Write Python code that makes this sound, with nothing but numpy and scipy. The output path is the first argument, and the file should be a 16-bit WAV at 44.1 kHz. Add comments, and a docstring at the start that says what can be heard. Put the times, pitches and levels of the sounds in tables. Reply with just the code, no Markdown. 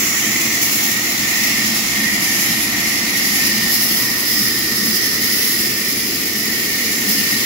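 """An open workshop, a stereo pair close to a band sawmill that is already ripping through a log.
From the start the teeth ring the steel band at its bending modes and the kerf rasps and sprays dust,
throbbing with every turn of the wheels; the frame drones and the drive whines faintly behind.
Near 1.3 s and 2 s the band sings out, and the frame starts to shudder now and then. From about 3 s a
hollow ring grows as the cut deepens; from 3.7 s come brief screeches. At 7.5 s it is still cutting."""
import sys
import numpy as np
from scipy import signal
from scipy.fft import rfft, irfft
from scipy.io import wavfile
from scipy.ndimage import map_coordinates

SR = 44100
rng = np.random.default_rng(int(sys.argv[2]) if len(sys.argv) > 2 else 0)


def wrap_up_sound(samples):
    """Save the sound to the file named by the first command line argument, as 16-bit audio."""
    columns = np.atleast_2d(samples).T
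    # keep every value between -1 and 1, then stretch to whole-number steps
    tamed = np.clip(columns, -1, 1)
    steps = np.round(tamed * 32767).astype(np.int16)
    wavfile.write(sys.argv[1], SR, steps)


N = 328802
TIME = np.arange(N) / SR
FREQS = np.maximum(np.arange(N // 2 + 1) * SR / N, 1)
WHEEL_HZ = 10.66   # turn rate of the band wheels


def from_db(db):
    """Decibels to gain."""
    return 10 ** (np.asarray(db) / 20)


def unit_power(x):
    """Scale to a mean square of one."""
    return x / np.sqrt(np.mean(x ** 2) + 1e-20)


def over_time(rows):
    """Each column of a timed table at every sample."""
    time_s, *columns = np.transpose(rows)
    return [np.interp(TIME, time_s, column) for column in columns]


def over_hz(points):
    """A table joined by straight lines on a log-frequency axis."""
    hz, value = np.transpose(points)
    return np.interp(np.log(FREQS), np.log(hz), value)


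def swing(db):
    """A level relative to its mean."""
    return db - db.mean()


def rises(events, attack_s, release_s):
    """Each event lifts a level, holds it and lets it fall back; in dB."""
    lift_db = 0
    for start_s, hold_s, rise_db in events:
        attack = 1 + (TIME - start_s) / attack_s
        release = 1 - (TIME - start_s - hold_s) / release_s
        lift_db += rise_db * np.clip(np.minimum(attack, release), 0, 1)
    return lift_db


def drift(rate_hz):
    """A smooth random wander with spread 1."""
    return unit_power(irfft(rfft(rng.standard_normal(N)) / (1 + (FREQS / rate_hz) ** 2), N))


def turbulence():
    """Two unrelated white noises."""
    return rng.standard_normal((2, N))


def resonances(modes):
    """Summed response of steep-sided resonances."""
    peaks = (from_db(db) / (1 + ((FREQS - hz) / width_hz) ** 2) for hz, width_hz, db in modes)
    return np.sqrt(sum(peak ** 2 for peak in peaks))


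def standing_waves(spacing_hz, depth_db):
    """Close, uneven peaks, different at each microphone; short waves die sooner and ripple less."""
    knots = np.arange(0, SR / 2, spacing_hz)
    heights = rng.uniform(-1, 1, (2, len(knots)))
    peaks = np.array([np.interp(FREQS, knots, row) for row in heights])
    return from_db(depth_db * peaks / (1 + (FREQS / 6000) ** 2))


def panned(pan_db):
    """Left and right gains of constant total power; positive is left."""
    gains = from_db(np.array([[.5], [-.5]]) * pan_db)
    return gains / np.sqrt(np.mean(gains ** 2, axis=0))


# stereo width at the microphones: frequency_hz, side_over_mid_db
STEREO_WIDTH = [(30, -9), (120, -16), (280, -15), (520, -8.5), (780, -8.5), (1000, -3.2), (1250, -2.6),
                (1550, 0), (16000, 0)]


def radiate(force, response, pan_db):
    """A force reaches the pair through a response, at unit power; the sides agree in the bass only."""
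    mid, side = rfft(force)
    pair = mid + from_db(over_hz(STEREO_WIDTH)) * side * [[1], [-1]]
    return unit_power(irfft(pair * response * panned(pan_db), N))


# thrum of the wheels: cycles_per_turn, level_db
WHEEL_THRUM = [(4, -59), (5, -52.5), (6, -60), (7, -56)]
# whines of the drive and guides, a little left: pitch_hz, width_hz, level_db
DRIVE_WHINES = [(689, 4, -53.5), (700, 4, -55), (802, 5, -57), (985, 3, -54), (1071, 3, -52.5),
                (1124, 4, -54), (1174, 8, -52), (1222, 5, -56), (2758, 14, -43), (5519, 22, -45),
                (11010, 50, -46)]


def drive(belt_db):
    """Faint, at the back: the wheels thrum on multiples of their turn rate; bearings and guides whine."""
    turn = 2 * np.pi * WHEEL_HZ * TIME + .06 * drift(1.5)
    thrum = sum(from_db(db + 1.8 * drift(3)) * np.sqrt(2) * np.sin(k * turn + rng.uniform(0, 2 * np.pi))
                for k, db in WHEEL_THRUM)
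    whine = sum(from_db(db) * radiate(turbulence(), resonances([(hz, width_hz, 0)]), pan_db=2.5)
                for hz, width_hz, db in DRIVE_WHINES)
    return thrum * panned(1.2) + whine * from_db(0.5 + swing(belt_db))


# rush of belts and guides: time_s, belt_db, guide_db
RUSH_LEVELS = [(0, -39.5, -32), (.4, -37, -36.5), (1.8, -37, -36), (3.2, -37.5, -36.5), (4, -38, -36),
               (4.8, -43, -36), (5.3, -42, -35.8), (6.1, -44, -39.5), (7.46, -40.5, -36.5)]
# colour of each rush: frequency_hz, level_db
BELT_SPECTRUM = [(20, -26), (35, -14), (55, -3), (100, -4), (300, 2), (520, 0.5), (720, 3.5), (950, 1),
                 (1300, -4.5), (2500, -30)]
GUIDE_SPECTRUM = [(800, -49), (1020, -6.5), (1150, 2), (1350, 2), (1550, 0), (1750, 2), (2600, -26)]
# resonances of the heavy base, frame, log and hollow cut: pitch_hz, width_hz, level_db
BASE_RESONANCES = [(79.5, 22, -4.5), (124.3, 13, 8.5)]
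FRAME_RESONANCES = [(194, 30, -4), (217.7, 16.8, 4)]
LOG_RESONANCES = [(252, 46, -0.5), (294.6, 51, 4.5), (346, 27, -1)]
HOLLOW_RESONANCES = [(393, 66, -1), (424, 41, 1.5), (537, 79, -7.5)]
# the frame's drone: time_s, level_db
FRAME_LEVELS = [(0, -32), (1.4, -33.5), (2.4, -33.5), (3.6, -28.8), (4.2, -33.5), (5.8, -34.5), (6.6, -33),
                (7.46, -34)]
# the frame shudders: start_s, hold_s, rise_db
FRAME_SHUDDERS = [(1.54, 0.3, 3.4), (2.0, 0.22, 5), (2.5, 0, 6.5), (3.34, 0.08, 1.6), (3.64, 0.0, 6),
                  (4.39, 0.048, 7), (4.83, 0.07, 9), (7.0, 0.33, 3.5)]
# the hollow ring fades, then grows as the cut deepens: time_s, level_db
HOLLOW_LEVELS = [(0, -40.5), (2, -63), (3.4, -44), (4.8, -38), (7.46, -37)]
# where the machine sits between the microphones: frequency_hz, left_over_right_db
MACHINE_BALANCE = [(50, 1.2), (200, 1.8), (350, 0), (700, .3), (1100, -2), (1700, -2.2)]


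def machine(pressure, belt_db, guide_db):
    """Behind the cut, base, frame and log drone over the rush of belts and guides."""
    frame_db = over_time(FRAME_LEVELS)[0] + rises(FRAME_SHUDDERS, attack_s=0.041, release_s=.06)
    hollow_db, = over_time(HOLLOW_LEVELS)
    ripple = standing_waves(spacing_hz=12, depth_db=3)
    parts = [(-41, resonances(BASE_RESONANCES)),
             (frame_db + 0.53 * pressure, resonances(FRAME_RESONANCES)),
             (-32 + 0.12 * swing(frame_db), resonances(LOG_RESONANCES)),
             (hollow_db, resonances(HOLLOW_RESONANCES)),
             (belt_db + 1.5, from_db(over_hz(BELT_SPECTRUM)) * ripple),
             (guide_db + 0.68, from_db(over_hz(GUIDE_SPECTRUM)) * ripple)]
    pan_db = over_hz(MACHINE_BALANCE)
    return sum(from_db(db) * radiate(turbulence(), response, pan_db) for db, response in parts)


def wheel_throb():
    """Side pressure in the kerf: the wheels run slightly out of true and the band chatters."""
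    turn = 2 * np.pi * WHEEL_HZ * (TIME - .08)
    overtones = np.cos(2 * turn) + np.cos(4 * turn)
    chatter = drift(rate_hz=49.7)
    return 0.85 * np.cos(turn) + 0.14 * overtones + 0.95 * chatter


def bites(per_s, snap_share, spread_db=2.5):
    """Wood fibres snap at random, in all sizes, on top of smooth friction."""
    sizes = from_db(spread_db * np.minimum(rng.exponential(1, N), 4))
    snapping = rng.random(N) < per_s / SR
    snaps = unit_power(snapping * sizes * turbulence())
    return np.sqrt(snap_share) * snaps + np.sqrt(1 - snap_share) * turbulence()


# slow levels in the kerf: time_s, rasp_db, rub_db, dust_db
KERF_LEVELS = [(0, -27, -20.5, -24.5), (1.05, -25.5, -25, -26.5), (1.5, -24, -24.5, -26),
               (2.7, -25.5, -27, -33.5), (3.5, -23.5, -27, -26.5), (4.15, -25, -31.5, -25),
               (5, -24.5, -30.5, -26.5), (6.1, -26.7, -30.5, -26.5), (7.46, -24, -27.5, -25.3)]
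# colour of the teeth's rasp, the band's rub and the dust spray: frequency_hz, level_db
RASP_SPECTRUM = [(1750, -49), (2300, -12), (2850, -0.5), (3400, -1), (4400, 3), (5500, -3), (7500, -4.5),
                 (8500, -7.5), (9300, -10), (14000, -23)]
RUB_SPECTRUM = [(3800, -39), (4500, -23), (5500, 1.5), (6300, 3), (7000, 2.5), (7500, -0.5), (8100, -8),
                (9000, -38)]
SPRAY_SPECTRUM = [(9000, -22), (9600, -4.5), (11500, -3), (12600, 1.5), (14000, 1.5), (15000, 1),
                  (16000, -3)]


def kerf(pressure, surge_db, rasp_db, rub_db, dust_db):
    """Close up, teeth tear the wood, the band rubs the sides of the cut, and dust flies out."""
    ripple = standing_waves(spacing_hz=10, depth_db=3.2)
    tearing, rubbing, flying = (bites(per_s=3500, snap_share=.2) for _ in range(3))
    rasp = radiate(tearing, from_db(over_hz(RASP_SPECTRUM)) * ripple, pan_db=1.2)
    rub = radiate(rubbing, from_db(over_hz(RUB_SPECTRUM)) * ripple, pan_db=-4.5)
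    spray = radiate(flying, from_db(over_hz(SPRAY_SPECTRUM)) * ripple, pan_db=1.5)
    return (from_db(rasp_db + .3 * surge_db + 0.41 * pressure) * rasp
            + from_db(rub_db + .4 * surge_db + 0.62 * pressure) * rub
            + from_db(dust_db + surge_db + 1.05 * pressure) * spray)


# bending bands of the steel: cut_on_hz, edge_hz, fade_hz, level_db, left_over_right_db
BENDING_BANDS = [(1790.6, 4.5, 200, 0.3, -3), (1980, 29, 470, 0, -0.5), (4916, 110, 420, -1, -7.5),
                 (9420, 54, 1300, -6, 8), (10800, 290, 1230, 0.5, 1), (15120, 45, 2500, 1.5, 1)]
# ring of the first band, its bright skirt and the second band: time_s, first_db, skirt_db, second_db
RING_LEVELS = [(0, -26.5, -23, -30.5), (1.05, -26, -26, -29.5), (1.5, -27, -23, -25),
               (2.7, -24.5, -27, -27.5), (3.5, -23.5, -25.5, -24), (4.15, -25, -35.5, -23.5),
               (5, -24, -33.5, -22.5), (6.1, -28, -29.5, -25.5), (6.8, -25.5, -31, -25),
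               (7.46, -23.5, -28, -25.5)]
# the first band sings out, the second screeches: start_s, hold_s, rise_db
FIRST_BAND_SWELLS = [(1.32, 0.29, 4.5), (1.96, 0.16, 3), (3.42, 0.061, 1.5), (5.15, .15, 2)]
SECOND_BAND_SCREECHES = [(3.72, 0.035, 1.5), (4.3, .08, 2.5), (4.94, 0.1, 2.5), (7.12, .04, 3)]


def blade(pressure, surge_db, dust_db):
    """In front, the steel rings: each bending wave travels above its cut-on and piles up just over it."""
    first_db, skirt_db, second_db = over_time(RING_LEVELS)
    swell_db = rises(FIRST_BAND_SWELLS, attack_s=0.034, release_s=.08)
    screech_db = rises(SECOND_BAND_SCREECHES, attack_s=0.034, release_s=.08)
    spray_db = dust_db + surge_db
    # the third band follows the second, and is damped while the dust flies thickly
    third_db = -28.5 + 0.6 * swing(second_db) - 0.25 * swing(dust_db) + 0.97 * surge_db
    # one level per bending band, low to high; the high ones follow pressure and surges more closely
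    drives_db = [first_db + swell_db + 0.1 * pressure,
                 skirt_db + .2 * surge_db + 0.11 * pressure,
                 second_db + screech_db + .48 * surge_db + 0.35 * pressure,
                 (third_db + spray_db) / 2 + 1.2 * pressure,
                 third_db + 0.8 * pressure,
                 spray_db + pressure]
    ripple = standing_waves(spacing_hz=12, depth_db=5)
    ring = 0
    for (cut_on_hz, edge_hz, fade_hz, level_db, pan_db), drive_db in zip(BENDING_BANDS, drives_db):
        above_hz = FREQS - cut_on_hz
        opening = .5 + .5 * above_hz / np.hypot(above_hz, 2 * edge_hz)
        response = np.sqrt(opening * np.exp(-np.abs(above_hz) / fade_hz))
        force = bites(per_s=4000, snap_share=0.22)
        ring += from_db(drive_db + level_db) * radiate(force, response * ripple, pan_db)
    return ring


def flickering_peaks(saw, depth_db, width_hz, hold_s):
    """Narrow peaks and dips flicker at random across the saw's hiss and ring."""
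    hz, time_s, frames = signal.stft(saw, SR, nperseg=1024)
    grid = np.meshgrid(hz / width_hz, time_s / hold_s, indexing="ij")
    flicker = map_coordinates(rng.standard_normal((512, 256)), grid, order=1, mode="mirror")
    gain = unit_power(from_db(depth_db * flicker))
    return signal.istft(frames * gain, SR, nperseg=1024)[1][:, :N]


# the teeth dig in harder and the cut hisses up: start_s, hold_s, rise_db
CUT_SURGES = [(0, 0.047, 3), (.43, .02, 3), (.63, .28, 4), (1.76, .02, 2.5), (2.23, .24, 4),
              (2.51, 0.14, 3), (2.79, 0.15, 2), (3.18, 0.3, 2.5), (3.72, 0.32, 4), (4.29, 0.19, 2.5),
              (4.77, 0.2, 1.5), (5.27, 0.38, 3.5), (5.88, .03, 2.3), (7.11, 0.06, 5), (7.23, 0.11, 2)]


def scene():
    """The whole mill from beside the log, tied together by the pressure in the cut and its surges."""
    pressure = wheel_throb()
    wood_grain = 1 + 0.23 * drift(rate_hz=9)
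    surge_db = rises(CUT_SURGES, attack_s=0.044, release_s=0.045) * wood_grain
    belt_db, guide_db = over_time(RUSH_LEVELS)
    rasp_db, rub_db, dust_db = over_time(KERF_LEVELS)
    background = drive(belt_db) + machine(pressure, belt_db, guide_db)
    wood = kerf(pressure, surge_db, rasp_db, rub_db, dust_db)
    steel = blade(pressure, surge_db, dust_db)
    return background + flickering_peaks(wood + steel, depth_db=3, width_hz=60, hold_s=.12)


def record(dry):
    """At the recorder, the rare highest peaks are rounded and the top is cut steeply."""
    ceiling, cutoff_hz = .92, 15770
    rounded = dry / (1 + (dry / ceiling) ** 8) ** (1 / 8)
    passband = np.clip((cutoff_hz - FREQS) / 60 + .5, 0, 1)
    return irfft(rfft(rounded) * passband, N)


dry = scene()
out = record(dry)
wrap_up_sound(out)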